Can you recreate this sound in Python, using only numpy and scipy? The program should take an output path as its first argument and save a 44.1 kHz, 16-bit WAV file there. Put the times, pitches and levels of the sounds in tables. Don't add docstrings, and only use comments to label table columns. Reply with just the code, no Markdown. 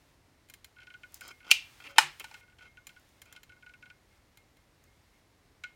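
import sys
import numpy as np
from scipy import signal
from scipy.io import wavfile
from scipy.ndimage import uniform_filter1d, minimum_filter1d

SR = 44100
rng = np.random.default_rng(int(sys.argv[2]) if len(sys.argv) > 2 else 0)


def undo_db(level):
    steps = np.asarray(level, float) / 20
    return 10 ** steps


def file_out(sig):
    cols = np.atleast_2d(sig).T
    lim = np.clip(cols, -1, 1)
    pcm = np.round(lim * 32767).astype(np.int16)
    wavfile.write(sys.argv[1], SR, pcm)


N = 253575

# frequency in Hz, relative density in dB per Hz.
AIR_SPECTRUM = [(12, -42), (20, -13.5), (49, -1.5), (102, -1.5), (184, -11.5), (351, -9.5), (393, -13.5),
                (939, -17), (1510, -21), (2060, -19), (2810, -26.5), (3620, -25), (4930, -27), (15200, -38),
                (16500, -46.5)]
AIR_RMS_DB = -66

# start in seconds, length in seconds, rms in dB at start, at end
RUSTLE_STROKES = [(0, .15, -72, -73), (.9, 0.27, -75, -66.5), (1.13, 0.048, -64.5, -60.5),
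                  (1.2, 0.22, -66, -70.5), (1.55, .37, -62, -62.5), (2.05, 0.36, -62.5, -63.5),
                  (2.9, 0.302, -70, -71), (4.0, 0.18, -79, -71), (4.75, .45, -76.5, -73.5)]
# frequency in Hz, relative density in dB per Hz.
RUSTLE_SPECTRUM = [(300, -14), (1000, -2), (2200, -0.5), (4500, -4.5), (9000, -10.5), (16000, -14.5)]
RUSTLE_START_S, RUSTLE_STOP_S, RUSTLE_REST_DB = 0.1, 0.014, -77.5

# frequency in Hz, undamped decay time T60 in seconds,
# then relative level in dB when struck at the rod, grip plate, front stop, back stop.
GUN_MODES = [(325, 0.098, -51.5, -29, -54.5, -40), (560, 0.13, -44.5, -24.5, -56, -41.5),
             (890, 0.035, -33.5, -14, -32.5, -6.5), (1380, .04, -21, -44, -30, -21.5),
             (1464.5, .08, -1, -33, -27.5, -13.5), (1560, 0.078, -13, -34, -32.5, -19),
             (1810, 0.059, -22, -22, -26, -9), (2140, 0.15, -15, -6, -40.5, -30.5),
             (2226, 0.035, -7.5, -26, -19, -18.5), (2438, 0.061, -13, -1, -1, -9),
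             (2659, .04, -11, -16, -3, -10), (2870, 0.044, -20.5, -41, -11.5, -16),
             (3017, 0.058, -20, -34, -23, -10), (3143, .035, -14.5, -43, -9, -12.5),
             (3140, 0.035, -16, 1, -26.5, -29), (3904, .04, -25.5, -16, -25.5, -15.5),
             (4100, 0.11, -27.5, -8, -27, -25), (4430, 0.018, -27.5, -24.5, -8, -20),
             (4950, .04, -35, -64, -33, -28), (4880, 0.021, -31.5, -28, -30.5, -28.5),
             (5235, .045, -36.5, -38, -25.5, -10.5), (6200, .04, -37, -14, -19.5, -25.5),
             (7100, 0.064, -34, -0.5, -24.5, -26.5), (8680, .04, -44.5, -17, -21.5, -19.5),
             (9480, 0.083, -44.5, -9.5, -35, -29), (10800, .03, -49, -25, -41, -28),
             (11960, .03, -53.5, -0.5, -27.5, -25.5), (12600, 0.034, -45.5, -36, -38.5, -28),
             (14500, .02, -51, -49, -36, -26.5)]
# frequency in Hz,
# then relative level in dB at the rod, grip plate, front stop, back stop, dry snap.
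CONTACT_SPECTRUM = [(296, -40, -40, -38, -42.5, -60.5), (600.2, -31.5, -32, -26, -26, -60),
                    (1000, -21.5, -14, -24, -8, -60.5), (1620, -11.5, -2, -26, -16, -55),
                    (1920, -14, -9.5, -21, -8, -51), (2260, -11.5, -2.5, -1, -12, -44),
                    (2900, -11.5, -7.5, -6, -11.5, -37.5), (3620, -17, -7.5, -11.5, -12, -24.5),
                    (5830, -25, -9, -14.5, -17.5, -4), (8000, -32, -9.5, -21, -13, -10),
                    (12000, -45.5, -10.5, -28, -23, -12), (16000, -51, -11, -30.5, -29.5, -11.5)]
# time in seconds, strength in dB,
# hardness as spectral tilt in dB per octave about 2 kHz.
ROD_SLIPS = [(0.7623, -47.5, -3), (0.784, -42.5, -2.5), (0.8021, -45, 3.5), (0.8164, -42.5, -1),
             (0.831, -42, 2), (0.8686, -39.5, 1), (0.9014, -39, -1), (0.9388, -37, -1), (1.0323, -35, -1.5),
             (1.2096, -35.5, -6), (1.4025, -44.5, -3), (1.4275, -46.5, 0), (2.2423, -34, 8.5),
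             (2.3115, -43.5, 4.5), (2.3412, -36, 5.5), (2.4088, -52, 1.5), (2.4294, -51, 2),
             (2.4778, -52, -6.5), (2.4976, -55, 3), (2.5216, -52, -5), (2.585, -45, 3), (2.6085, -47, -3),
             (2.6219, -48, 4.5), (2.6398, -51, -6), (2.651, -46.5, -1.5), (2.7706, -41, -0.5),
             (2.8913, -42.5, 6.5), (2.9617, -44.5, -2), (3.3616, -39.5, 6), (3.4933, -42.5, 0),
             (3.5189, -45, -1.5), (3.5625, -50.5, -2.5), (3.6239, -44.5, -0.5), (3.6621, -41.5, -0.5),
             (3.692, -44.5, 0.5), (3.736, -41.5, 0.5), (3.8238, -39, -0.5), (3.856, -41, -1.5),
             (3.8995, -39, 0), (5.6364, -25, 1.5)]
# time in seconds, strength in dB.
PLATE_TICKS = [(0.4864, -52), (0.4978, -40.5), (0.5375, -39.5), (0.6441, -40), (1.2085, -38), (2.1967, -34),
               (2.8684, -37), (3.217, -39.5), (3.256, -51), (3.3251, -41), (3.4315, -43.5), (4.372, -46),
               (4.5684, -54)]
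FRONT_STOP_HITS = [(1.5065, -23), (1.5124, -5), (1.5171, -10), (1.803, -51.5), (1.839, -45)]
BACK_STOP_HITS = [(1.975, -47), (1.982, -4.5), (1.9872, -15.5), (2.241, -42), (2.312, -48.5), (2.342, -52)]
DRY_SNAPS = [(1.121, -60), (1.1426, -34.5), (1.2327, -60), (1.279, -41.5), (1.484, -63), (2.9969, -65),
             (3.089, -66.5), (4.8392, -59.5)]
# tilt in dB per octave of a -40 dB contact, added tilt in dB per octave per dB.
HARDNESS = [(-0.58, 0.12), (-0.6, 0.055), (-4.5, 0.0814), (-0.83, -0.06)]
# contact time in seconds at 2 kHz, exponent of its growth toward low modes, ring gain in dB,
# share of the undamped T60 left under the hand, noise gain in dB, noise decay constant in seconds.
TOUCH = [(0.0026, 2.1, 1, 0.77, -5.5, .005), (0.00074, 0.3, -6, 0.55, -7.5, 0.0046),
         (0.0014, 0.54, 6.5, .45, 1.5, 0.002), (0.0015, 0.21, 9, 0.59, 6.5, 0.0029),
         (.001, .4, -99, .5, 4.5, 0.0017)]
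BURST = SR // 25
CRACK_RISE_S, BASS_CUT_HZ = 0.00027, 240

# start in seconds, length in seconds,
# strength in dB at start, at end, place from 0 at the rod to 1 at the front stop.
RUB_STROKES = [(1.218, .075, -57, -51, 0.016), (1.291, .025, -51, -46.5, .12),
               (1.444, 0.028, -54, -48, 0.21), (1.476, 0.042, -51, -34.5, 0.2),
               (1.802, 0.026, -47.5, -52.5, 0.3), (1.843, 0.033, -46, -38, 0.71),
               (1.889, 0.067, -47.5, -60.5, 0.17), (1.96, 0.025, -36.5, -46, .55),
               (2.2, 0.0186, -37.5, -40, 0.48), (2.216, 0.17, -62.5, -57.5, 0.3),
               (2.584, 0.1, -57.5, -59, 0.203), (3.261, 0.12, -58.5, -60, .4)]
RUB_START_S, RUB_STOP_S = 0.004, 0.015
RUB_HISS_DB, RUB_GRAIN_DB = -11, 3.5
RUB_TILT_ROD_DB, RUB_TILT_STOP_DB, RUB_TILT_REACH = 7.5, -3, 0.088
RUB_TOP_HZ = 6533
RASP_DB, RASP_HZ, RASP_OCTAVES = -9, 5200, 0.45

# frequency in Hz, T60 in seconds.
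CABIN_T60 = [(200, 0.29), (900, 0.24), (2500, 0.31), (5000, .25), (10000, 0.18)]
CABIN_RING_DB, CABIN_CRACK_DB, CABIN_GAP_S = -21, -12.5, 0.0022

# time in seconds, level in dB.
SPRING_PLUCKS = [(1.312, -56), (2.255, -62), (2.41, -59), (2.655, -55), (2.775, -60), (3.902, -62),
                 (4.1, -68.5), (4.375, -64.5), (4.57, -71), (4.87, -68), (5.13, -68.5), (5.645, -51)]
SPRING_HZ, SPRING_T60_S = 2142, 0.3

# start in seconds, frequency in Hz,
# peak in dB, time to the peak in seconds.
LOW_TONES = [(1.86, 560, -59, .045), (2.01, 150, -55.5, 0.04), (2.016, 353.5, -58.5, 0.033)]

LOWPASS_HZ, LIMITER_S = 16900, 0.002


def rms_one(x):
    return x / np.sqrt(np.mean(x ** 2) + 1e-20)


def at_hz(table, hz, axis=1):
    table = np.array(table, float)
    return np.interp(np.log(hz), np.log(table[:, 0]), table[:, axis])


def bands():
    edges = 22 * 2 ** (np.arange(30) / 3)
    return [(np.sqrt(low * high), signal.butter(2, [low, high], "band", fs=SR, output="sos"))
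            for low, high in zip(edges, edges[1:])]


def coloured(spectrum):
    settle = SR // 4
    white = rng.standard_normal((2, N + settle))
    mix = sum(undo_db(at_hz(spectrum, hz)) * signal.sosfilt(sos, white[k % 2])
              for k, (hz, sos) in enumerate(bands()))
    return rms_one(mix[settle:])


def air():
    return undo_db(AIR_RMS_DB) * coloured(AIR_SPECTRUM)


def strokes(rows, start_s, stop_s):
    t = np.arange(N) / SR
    levels_db = np.array([np.interp(t, [s - start_s, s, s + length, s + length + stop_s],
                                    [-120, first_db, last_db, -120])
                          for s, length, first_db, last_db, *_ in rows])
    return levels_db.max(axis=0), levels_db.argmax(axis=0)


def rustle():
    level_db, _ = strokes(RUSTLE_STROKES, RUSTLE_START_S, RUSTLE_STOP_S)
    return undo_db(np.maximum(level_db, RUSTLE_REST_DB)) * coloured(RUSTLE_SPECTRUM)


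def ring(force, hz, t60):
    r, w = undo_db(-60 / (t60 * SR)), 2 * np.pi * hz / SR
    return signal.lfilter([0, np.sin(w)], [1, -2 * r * np.cos(w), r * r], force + 1e-18)


def swell(touch_s, size=BURST):
    t = np.arange(size) / SR / touch_s
    return t * np.exp(1 - t)


def harden(contacts, tilt_db, tilt_db_per_db):
    return [(s, db, tilt_db + tilt_db_per_db * (db + 40)) for s, db in contacts]


def add(out, contacts, hz, level_db, bursts):
    for (s, strength_db, tilt_db), burst in zip(contacts, bursts):
        at = round(s * SR)
        gain_db = strength_db + level_db + tilt_db * np.log2(hz / 2000)
        out[at:at + len(burst)] += undo_db(gain_db) * burst


def rub_controls():
    level_db, stroke = strokes(RUB_STROKES, RUB_START_S, RUB_STOP_S)
    place = np.clip(np.array(RUB_STROKES)[stroke, -1], 0, 1)
    grains = rms_one(signal.lfilter([1], [1, -0.98], rng.standard_normal(N)))
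    return level_db + RUB_GRAIN_DB * grains, place, np.exp(-place / RUB_TILT_REACH)


def rub_tilt(near_rod, hz):
    per_octave = RUB_TILT_STOP_DB + (RUB_TILT_ROD_DB - RUB_TILT_STOP_DB) * near_rod
    return per_octave * np.log2(min(hz, RUB_TOP_HZ) / 2000)


def gun_modes(places, grit, rub_db, place, near_rod):
    rings = np.zeros(N)
    chance = [rng.random((len(p), 2, len(GUN_MODES))) for p in places]
    for m, (hz, t60, *levels_db) in enumerate(GUN_MODES):
        colour_db = levels_db[0] + place * (levels_db[2] - levels_db[0]) + rub_tilt(near_rod, hz)
        rasp_db = RASP_DB - 6.9 * (np.log2(hz / RASP_HZ) / RASP_OCTAVES) ** 2
        drive = undo_db(colour_db) + undo_db(rasp_db) * near_rod
        friction = grit * undo_db(rub_db) * drive / np.sqrt(t60 * SR / 14)
        rings += ring(friction, hz, 0.69 * t60)
        for k, level_db in enumerate(levels_db):
            touch_s, slowness, ring_db, free = TOUCH[k][:4]
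            push = swell(min(touch_s * (2000 / hz) ** slowness, 0.005)) ** 2
            phase = 2 * np.pi * (hz * np.arange(len(push)) / SR + chance[k][:, :1, m])
            strength = undo_db(7.8 * (chance[k][:, 1:, m] - 1.0))
            force = np.zeros(N)
            add(force, places[k], hz, level_db + ring_db, strength * np.cos(phase) * push * 2 / push.sum())
            rings += ring(force, hz, free * t60)
    return rings


def contact_noise(places, grit, rub_db, place, near_rod):
    out, t = np.zeros((2, N)), np.arange(BURST) / SR
    noise = [rng.standard_normal((len(p), BURST)) for p in places]
    for band, (hz, sos) in enumerate(bands()[9:]):
        rod_db, stop_db = at_hz(CONTACT_SPECTRUM, hz, axis=1), at_hz(CONTACT_SPECTRUM, hz, axis=3)
        colour_db = rod_db * (1 - place) + stop_db * place + rub_tilt(near_rod, hz)
        crack = grit * undo_db(rub_db + RUB_HISS_DB + colour_db)
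        click = crack.copy()
        for k, contacts in enumerate(places):
            gain_db, decay_s = TOUCH[k][4:]
            level_db = at_hz(CONTACT_SPECTRUM, hz, axis=k + 1) + gain_db + 10
            envelope = (1 - np.exp(-t / CRACK_RISE_S)) * np.exp(-t / decay_s)
            add(crack, contacts, hz, level_db, noise[k] * envelope)
            add(click, contacts, hz, level_db, np.full((len(contacts), 1), np.sqrt(decay_s * SR / 2)))
        out += (-1) ** band * signal.sosfilt(sos, np.array([crack, click]) + 1e-18)
    return out


def gun():
    others = [PLATE_TICKS, FRONT_STOP_HITS, BACK_STOP_HITS, DRY_SNAPS]
    places = [ROD_SLIPS] + [harden(contacts, *row) for contacts, row in zip(others, HARDNESS)]
    rubbing = rub_controls()
    grit = rng.standard_normal(N)
    rings = gun_modes(places, grit, *rubbing)
    cracks, clicks = contact_noise(places, grit, *rubbing)
    bass_cut = signal.butter(4, BASS_CUT_HZ, "high", fs=SR, output="sos")
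    return signal.sosfilt(bass_cut, np.array([rings, cracks, clicks]))


def cabin(rings, clicks):
    t = np.arange(SR // 2) / SR
    tail = sum(signal.sosfilt(sos, rng.standard_normal(len(t))) * undo_db(-60 * t / at_hz(CABIN_T60, hz))
               for hz, sos in bands())
    tail = tail * np.clip(t / CABIN_GAP_S, 0, 1) ** 2
    sent = undo_db(CABIN_RING_DB) * rings + undo_db(CABIN_CRACK_DB) * clicks
    return signal.fftconvolve(sent, tail / np.sqrt(np.sum(tail ** 2)))[:N]


def spring():
    force, push = np.zeros(N), swell(0.0025)
    pluck = np.cos(2 * np.pi * SPRING_HZ * np.arange(BURST) / SR) * push * 2 / push.sum()
    for s, level_db in SPRING_PLUCKS:
        force[round(s * SR):][:BURST] += undo_db(level_db) * pluck
    return ring(force, SPRING_HZ, SPRING_T60_S)


def low_tones():
    out, t = np.zeros(N), np.arange(SR // 4) / SR
    for s, hz, peak_db, swell_s in LOW_TONES:
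        tone = np.sin(2 * np.pi * hz * t) * swell(swell_s, size=len(t)) ** 2
        out[round(s * SR):][:len(t)] += undo_db(peak_db) * tone
    return out


def scene():
    rings, cracks, clicks = gun()
    direct = rings + cracks + spring()
    return (direct + cabin(rings, clicks) + low_tones() + rustle() + air())[None]


def top_cut(x):
    return signal.sosfilt(signal.butter(12, 16750, fs=SR, output="sos"), x)


def record(dry):
    x = signal.sosfilt(signal.cheby2(10, 30, LOWPASS_HZ, fs=SR, output="sos"), dry)
    span = round(LIMITER_S * SR)
    needed = 1 / np.maximum(np.abs(x), 1)
    gain = uniform_filter1d(minimum_filter1d(needed, size=2 * span + 1), size=span)
    return top_cut(x * gain)


dry = scene()
out = record(dry)
file_out(out)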